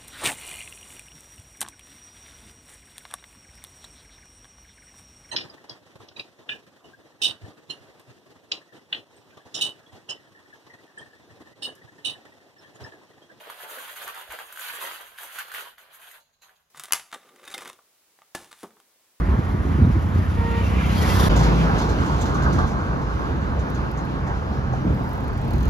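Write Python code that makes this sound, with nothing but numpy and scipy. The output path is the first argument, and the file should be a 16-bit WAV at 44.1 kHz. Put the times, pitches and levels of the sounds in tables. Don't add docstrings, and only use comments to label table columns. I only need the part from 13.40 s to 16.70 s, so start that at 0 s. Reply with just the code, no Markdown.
import sys
import numpy as np
from scipy import signal
from scipy.fft import rfft, irfft, next_fast_len
from scipy.io import wavfile
from scipy.ndimage import uniform_filter1d, map_coordinates

SR = 44100
rng = np.random.default_rng(int(sys.argv[2]) if len(sys.argv) > 2 else 0)


def put_to_file(sound):
    columns = np.atleast_2d(sound).T
    safe = np.clip(columns, -1, 1)
    whole_steps = np.round(safe * 32767)
    wavfile.write(sys.argv[1], SR, whole_steps.astype(np.int16))


N = 145530

# t/s, clatter level/dB, bag rustle re clatter level/dB,
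# low part re the upper part of the clatter level/dB
STIRRING_DRIVE = [(0, -49, -6.5, -4), (.03, -52.5, -6, -4), (.085, -49.5, -5, -3.5), (.1, -44.5, -4.5, -6),
                  (.16, -52.5, -1.5, -4), (.235, -44, -3, -8), (.265, -50.5, -6, -2.5),
                  (.3, -49, 2.5, -2.5), (.315, -44.5, 0.5, -5), (.52, -45.5, -1.5, -11.5),
                  (.55, -50, 0, -9), (.565, -44.5, -1, -8.5), (.62, -42, -2.5, -11), (.65, -44, -1, -8),
                  (0.684, -42, -5.5, -4.5), (.735, -49, -8, -16), (0.747, -43.5, -3, -4.5),
                  (.81, -46, -3, -4.5), (.86, -52.5, -7, -10), (0.894, -51, 0, -9), (.903, -44, -6, -10),
                  (0.936, -42, -3, -4.5), (.98, -49.5, -4, -10), (.992, -42.5, -5, -5.5),
                  (1.07, -55, 2.5, -14), (1.1, -50, -2.5, -3), (1.17, -49, -1, -19.5),
                  (1.21, -41, 1, -15.5), (1.39, -41.5, -2.5, -10), (1.415, -38.5, 0, -6),
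                  (1.48, -38.5, -5.5, -10.5), (1.54, -44, -3, -10.5), (1.59, -49.5, -3, -8.5),
                  (1.771, -57.5, -3, -10), (1.779, -44, -5, -20), (1.85, -45, 0, -6.5),
                  (1.89, -49.5, -3.5, -12), (1.95, -44, 2, -12), (1.982, -43.5, -5, -17),
                  (1.987, -36.5, -7, -25), (2.065, -50.5, -4, -11.5), (2.135, -48, -3.5, -15),
                  (2.14, -37.5, -4, -16), (2.189, -40, -3, -10.5), (2.3, -53.5, -5, -9),
                  (2.372, -69.5, -8, -12), (2.382, -54, -2, -12), (2.49, -63, -7, -5), (2.545, -53, 2, -14),
                  (2.59, -60, -6, -10), (2.6, -52.5, -1.5, -13.5), (2.759, -53.5, -1.5, -12),
                  (2.83, -76.5, -7, -2.5), (3.012, -82.5, -7, -1), (3.022, -60, -2.5, -2.5),
                  (3.3, -82, -3, -4)]
# t/s, shell level/dB, nominal pitch f/Hz, snap of the bag re shell level/dB
BALL_KNOCKS = [(0.1, -23, 1040, -14.5), (0.229, -31, 1020, -16.5), (0.386, -27.5, 1580, -12.5),
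               (0.447, -27, 1530, -14), (0.563, -30, 1410, -10.5), (0.618, -32, 1530, -15),
               (0.627, -31, 1500, -14), (0.676, -27, 1680, -13.5), (0.678, -25, 1510, -14),
               (0.745, -32.5, 1590, -9), (0.776, -24.5, 953, -17), (0.812, -27, 1570, -16),
               (0.906, -30, 1110, -11), (0.921, -27.5, 1190, -8), (0.989, -25.5, 1740, -15),
               (1.125, -29, 1470, -8.5), (1.16, -31, 1450, -12), (1.174, -23, 1490, -17),
               (1.195, -25.5, 1550, -12.5), (1.287, -27.5, 1480, -11), (1.36, -31, 1760, -5.5),
               (1.413, -30, 1550, -7.5), (1.425, -23, 1040, -15), (1.437, -24, 1470, -16),
               (1.451, -31, 1790, -14), (1.472, -29, 1720, -16), (1.488, -26, 940, -19),
               (1.56, -26, 1520, -21), (1.611, -30.5, 1140, -11), (1.778, -41.5, 1540, -5),
               (1.786, -25, 1680, -19), (1.832, -31.5, 1600, -4.5), (1.986, -20.5, 1410, -15),
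               (1.987, -21, 1620, -15), (1.992, -23, 1580, -14), (2.005, -28, 1600, -20),
               (2.083, -33, 1520, -12), (2.117, -24, 1550, -16), (2.14, -24.5, 1510, -12),
               (2.147, -24, 1850, -19.5), (2.16, -31, 1500, -12), (2.183, -24, 1480, -14),
               (2.196, -28, 1490, -18), (2.208, -25.5, 1380, -15), (2.382, -34.5, 1550, -17),
               (2.643, -37, 1630, -18), (2.713, -36.5, 1780, -6), (3.094, -42, 1420, -19)]
# t/s, level before filtering/dB
LOAD_THUDS = [(.891, -47.5), (0.911, -51), (1.669, -66), (2.129, -63)]
# multiple of the pitch/1, level re the knock/dB, T60/ms
SHELL_MODES = [(1, 1, 7.6), (1.9, -5, 4.2), (.6, -18.5, 7.3), (2.7, -11, 2.9)]
# f/Hz, relative level per Hz/dB
HEAP_SPECTRUM = [(88, -46), (150, -23), (288, -22), (372, -12), (577, -7), (818, -6.5), (981, -4),
                 (1110, -5.5), (1570, -3), (2190, -9), (3200, -8), (5600, -23.5), (7280, -66),
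                 (12300, -120)]
# f/Hz, relative level per Hz/dB
BAG_SPECTRUM = [(3180, -34), (5400, -30), (5930, -4.5), (6730, -2.5), (7800, -2.5), (8770, -1.5),
                (10200, -2.5), (11000, 3), (12400, 4.5), (13000, 3), (14400, -1.5), (15800, -11)]
# f/Hz, relative level per Hz/dB
FLOOR_SPECTRUM = [(90, -32), (150, 9), (1000, -29), (4000, -9), (7000, -0.5), (9000, -18), (15800, -17)]
# f/Hz, relative level per Hz/dB
RUMBLE_SPECTRUM = [(15, -46), (25, 0), (70, 3.5), (113, -5.5), (140, -3.5), (260, -10.5), (340, -26),
                   (570, -120)]
# f/Hz, T60/s
ROOM_DECAY = [(300, 0.33), (1500, 0.11), (5000, 0.15), (12000, 0.22)]
# f/Hz, level/dB
SIDE_GAIN = [(60, -2.5), (110, -12.5), (200, -10.5), (380, -11), (700, -4), (1290, 1), (2380, -1.5),
             (4400, 1), (7000, -2.5), (8500, -22), (11500, -15.5), (14500, -18)]
# centre f/Hz, half-width/Hz, depth/1 (capped when applied)
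HOUSING_NOTCHES = [(5340, 67, 1), (7860, 530, 0.45), (13040, 430, 0.71)]
# t/s, level/dB
FINGER_DRIVE = [(2.799, -63.5), (2.922, -85.5), (2.934, -66.5), (2.962, -84), (3.012, -78), (3.021, -53.5),
                (3.138, -100), (3.162, -65), (3.184, -101), (3.3, -88)]
# f/Hz, relative level per Hz/dB
SKIN_SPECTRUM = [(1180, -19), (2000, -7), (3550, -6), (4050, 7), (5500, -14), (6570, 4.5), (7400, -5),
                 (8310, -17), (11600, -7), (15000, -14)]
# t/s, level re the upper part of the clatter/dB
FREE_SHELL_DRIVE = [(0, -14.5), (1.1, -13), (1.6, -12), (1.95, -12), (2.75, -5), (3.0, -22)]

CLATTER_PER_S, CLATTER_HZ, CLATTER_CYCLES = 1000, 1504, 2.25
CLATTER_PITCH_SPREAD, CLATTER_SPREAD_DB = 0.47, 5.5
RUB_DB = -6
LOW_PART_HZ = 950
SHELL_HZ, SHELL_CUT_HZ = 1559, 715
CRACKLE_PER_S, CRACKLE_HZ, CRACKLE_SPREAD_DB = 1500, 10800, 10.5
HISS_DB = 3.5
CONTACT_S = 0.00016
LOUDEST_DB = 11
MODE_SCATTER, MODE_SCATTER_DB = 0.034, 1.5
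SNAP_RISE_S, SNAP_T60_S = 0.00084, 0.029
KNOCK_DIRECT_DB = 4
THUD_HZ, THUD_T60_S = 64, 0.12
ROOM_DB = -1.5
FLOOR_DB = -81
RUMBLE_DB, RUMBLE_END_DB = -80.5, -84.5
LEFT_DB = -1.54
TOP_HZ = 15770


def amp(db):
    return 10 ** (np.asarray(db) / 20)


def unit(x):
    return x / np.sqrt(np.mean(x ** 2) + 1e-20)


def along(points, hz):
    f, value = np.transpose(points)
    return np.interp(np.log(hz + 1), np.log(f + 1), value)


def over_time(t_s, values, **ends):
    return np.interp(np.arange(N) / SR, t_s, values, **ends)


def noise():
    return rng.standard_normal(N)


def filtered(x, response):
    size = next_fast_len(N + SR // 2)
    return irfft(rfft(x, size) * response(np.fft.rfftfreq(size, 1 / SR)), size)[..., :N]


def shaped(x, spectrum):
    z = rfft(x)
    broad = np.sqrt(np.abs(uniform_filter1d(np.abs(z) ** 2, size=1500))) + 1e-9
    weight = amp(along(spectrum, np.fft.rfftfreq(N, 1 / SR)))
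    return unit(irfft(z / broad * weight, N))


def wobble(rate):
    knots = rng.standard_normal(int(N * rate / SR) + 4)
    return map_coordinates(knots, [np.arange(N) * rate / SR])


def rings(s, hz, gain, t60, size=900):
    t = np.arange(size) / SR
    decay = amp(-60 * t / t60[:, None])
    rise = 1 - np.exp(-t / CONTACT_S)
    wave = gain[:, None] * np.sin(2 * np.pi * hz[:, None] * t) * decay * rise
    at = (s * SR).astype(int)[:, None] + np.arange(size)
    return np.bincount(at.ravel(), wave.ravel(), N + size)[:N]


def grains(per_s, hz, spread, cycles, spread_db, size):
    count = int(per_s * N / SR)
    s = rng.random(count) * N / SR
    pitch = np.clip(hz * np.exp(spread * rng.standard_normal(count)), 500, 15500)
    gain = amp(np.minimum(spread_db * rng.standard_exponential(count), LOUDEST_DB))
    t60 = np.log(1000) / 2 * cycles / pitch
    return unit(rings(s, pitch, gain, t60, size))


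def heap_clatter(low_db):
    contacts = grains(CLATTER_PER_S, CLATTER_HZ, CLATTER_PITCH_SPREAD, CLATTER_CYCLES,
                      CLATTER_SPREAD_DB, size=700)
    sliding = shaped(noise(), HEAP_SPECTRUM)
    heap = shaped(contacts + amp(RUB_DB) * sliding, HEAP_SPECTRUM)
    low = filtered(heap, lambda hz: 1 / (1 + (hz / LOW_PART_HZ) ** 4))
    heap = unit(heap - low) + amp(low_db) * unit(low)
    free_shells = grains(250, SHELL_HZ, 0.086, 7.0, 3.6, size=700)
    return heap + amp(over_time(*np.transpose(FREE_SHELL_DRIVE))) * free_shells


def bag_rustle():
    crackle = grains(CRACKLE_PER_S, CRACKLE_HZ, 0.368, 8.6, CRACKLE_SPREAD_DB, size=100)
    hiss = shaped(noise(), BAG_SPECTRUM)
    return shaped(crackle + amp(HISS_DB) * hiss, BAG_SPECTRUM)


def stirring():
    s, level_db, rustle_db, low_db = np.transpose(STIRRING_DRIVE)
    level_db = over_time(s, level_db) + 0.66 * wobble(60)
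    rustle_db = over_time(s, rustle_db) + 1.8 * wobble(40.06)
    heap = heap_clatter(over_time(s, low_db))
    return amp(level_db) * (heap + amp(rustle_db) * bag_rustle())


def room_tail(x, scale, delay_s):
    out, hop = np.zeros(N + SR), 4096
    for a in range(0, N, hop):
        hz, t, z = signal.stft(rng.standard_normal(SR // 3), SR, nperseg=256)
        t60 = scale * along(ROOM_DECAY, hz)[:, None]
        response = signal.istft(z * amp(-60 * t / t60), SR, nperseg=256)[1]
        part = signal.fftconvolve(x[a:a + hop], response / np.linalg.norm(response))
        out[a + int(delay_s * SR):][:len(part)] += part
    return out[:N]


def background():
    hiss = np.array([shaped(noise(), FLOOR_SPECTRUM) for _ in "ms"])
    rumble = np.array([shaped(noise(), RUMBLE_SPECTRUM) for _ in "ms"])
    rumble_db = over_time([2.2, 2.9], [RUMBLE_DB, RUMBLE_END_DB])
    return amp(FLOOR_DB + 3.1 * wobble(5.38)) * hiss + amp(rumble_db + 1.4 * wobble(5.3)) * rumble


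def knocks():
    s, db, hz, snap_db = np.transpose(BALL_KNOCKS)
    shell = np.zeros(N)
    for multiple, mode_db, t60_ms in SHELL_MODES:
        pitch = hz * multiple * (1 + MODE_SCATTER * rng.standard_normal(len(s)))
        gain = amp(db + mode_db + MODE_SCATTER_DB * rng.standard_normal(len(s)))
        shell += rings(s, pitch, gain, np.full(len(s), t60_ms / 1000))
    spikes = np.bincount((s * SR).astype(int), amp(db + snap_db), N)[:N]
    t = np.arange(1500) / SR
    snap = amp(-60 * t / SNAP_T60_S) * (1 - np.exp(-t / SNAP_RISE_S))
    burst = signal.fftconvolve(spikes, snap)[:N]
    both = shell + burst * shaped(noise(), BAG_SPECTRUM)
    return filtered(both, lambda f: (1j * f / (SHELL_CUT_HZ + 1j * f)) ** 3)


def thuds():
    s, db = np.transpose(LOAD_THUDS)
    push = rings(s, np.full(len(s), THUD_HZ), -amp(db), np.full(len(s), THUD_T60_S), size=8000)
    return filtered(push, lambda hz: 1j * hz / (30 + 1j * hz) / (1 + 1j * hz / 150))


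def fingers():
    s, db = np.transpose(FINGER_DRIVE)
    ticks = grains(900, 5000, 0.61, 6.6, 5.6, size=200)
    rub = amp(1) * shaped(noise(), SKIN_SPECTRUM)
    level_db = over_time(s, db, left=-120) + 1.3 * wobble(40)
    return amp(level_db) * shaped(ticks + rub, SKIN_SPECTRUM)


def scene():
    hits = knocks()
    dry = stirring() + fingers() + hits
    direct = dry + (amp(KNOCK_DIRECT_DB) - 1) * hits
    mid = direct + amp(ROOM_DB) * room_tail(dry, 0.68, 0.006)
    mid = mid / np.sqrt(1 + amp(2 * ROOM_DB))
    side = room_tail(dry, 0.86, 0.001195)
    hush = background()
    mid = mid + hush[0] + thuds()
    side = filtered(side + hush[1], lambda hz: amp(along(SIDE_GAIN, hz)))
    return np.array([mid + side, mid - side]) * amp([[LEFT_DB / 2], [-LEFT_DB / 2]])


def record(dry):
    def notches(hz):
        gain = 1
        for centre, width, depth in HOUSING_NOTCHES:
            gain = gain * (1 - np.clip(depth, 0, 0.95) / (1 + ((hz - centre) / width) ** 2))
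        return gain
    return filtered(filtered(dry, notches), lambda hz: hz < TOP_HZ)


dry = scene()
out = record(dry)
put_to_file(out)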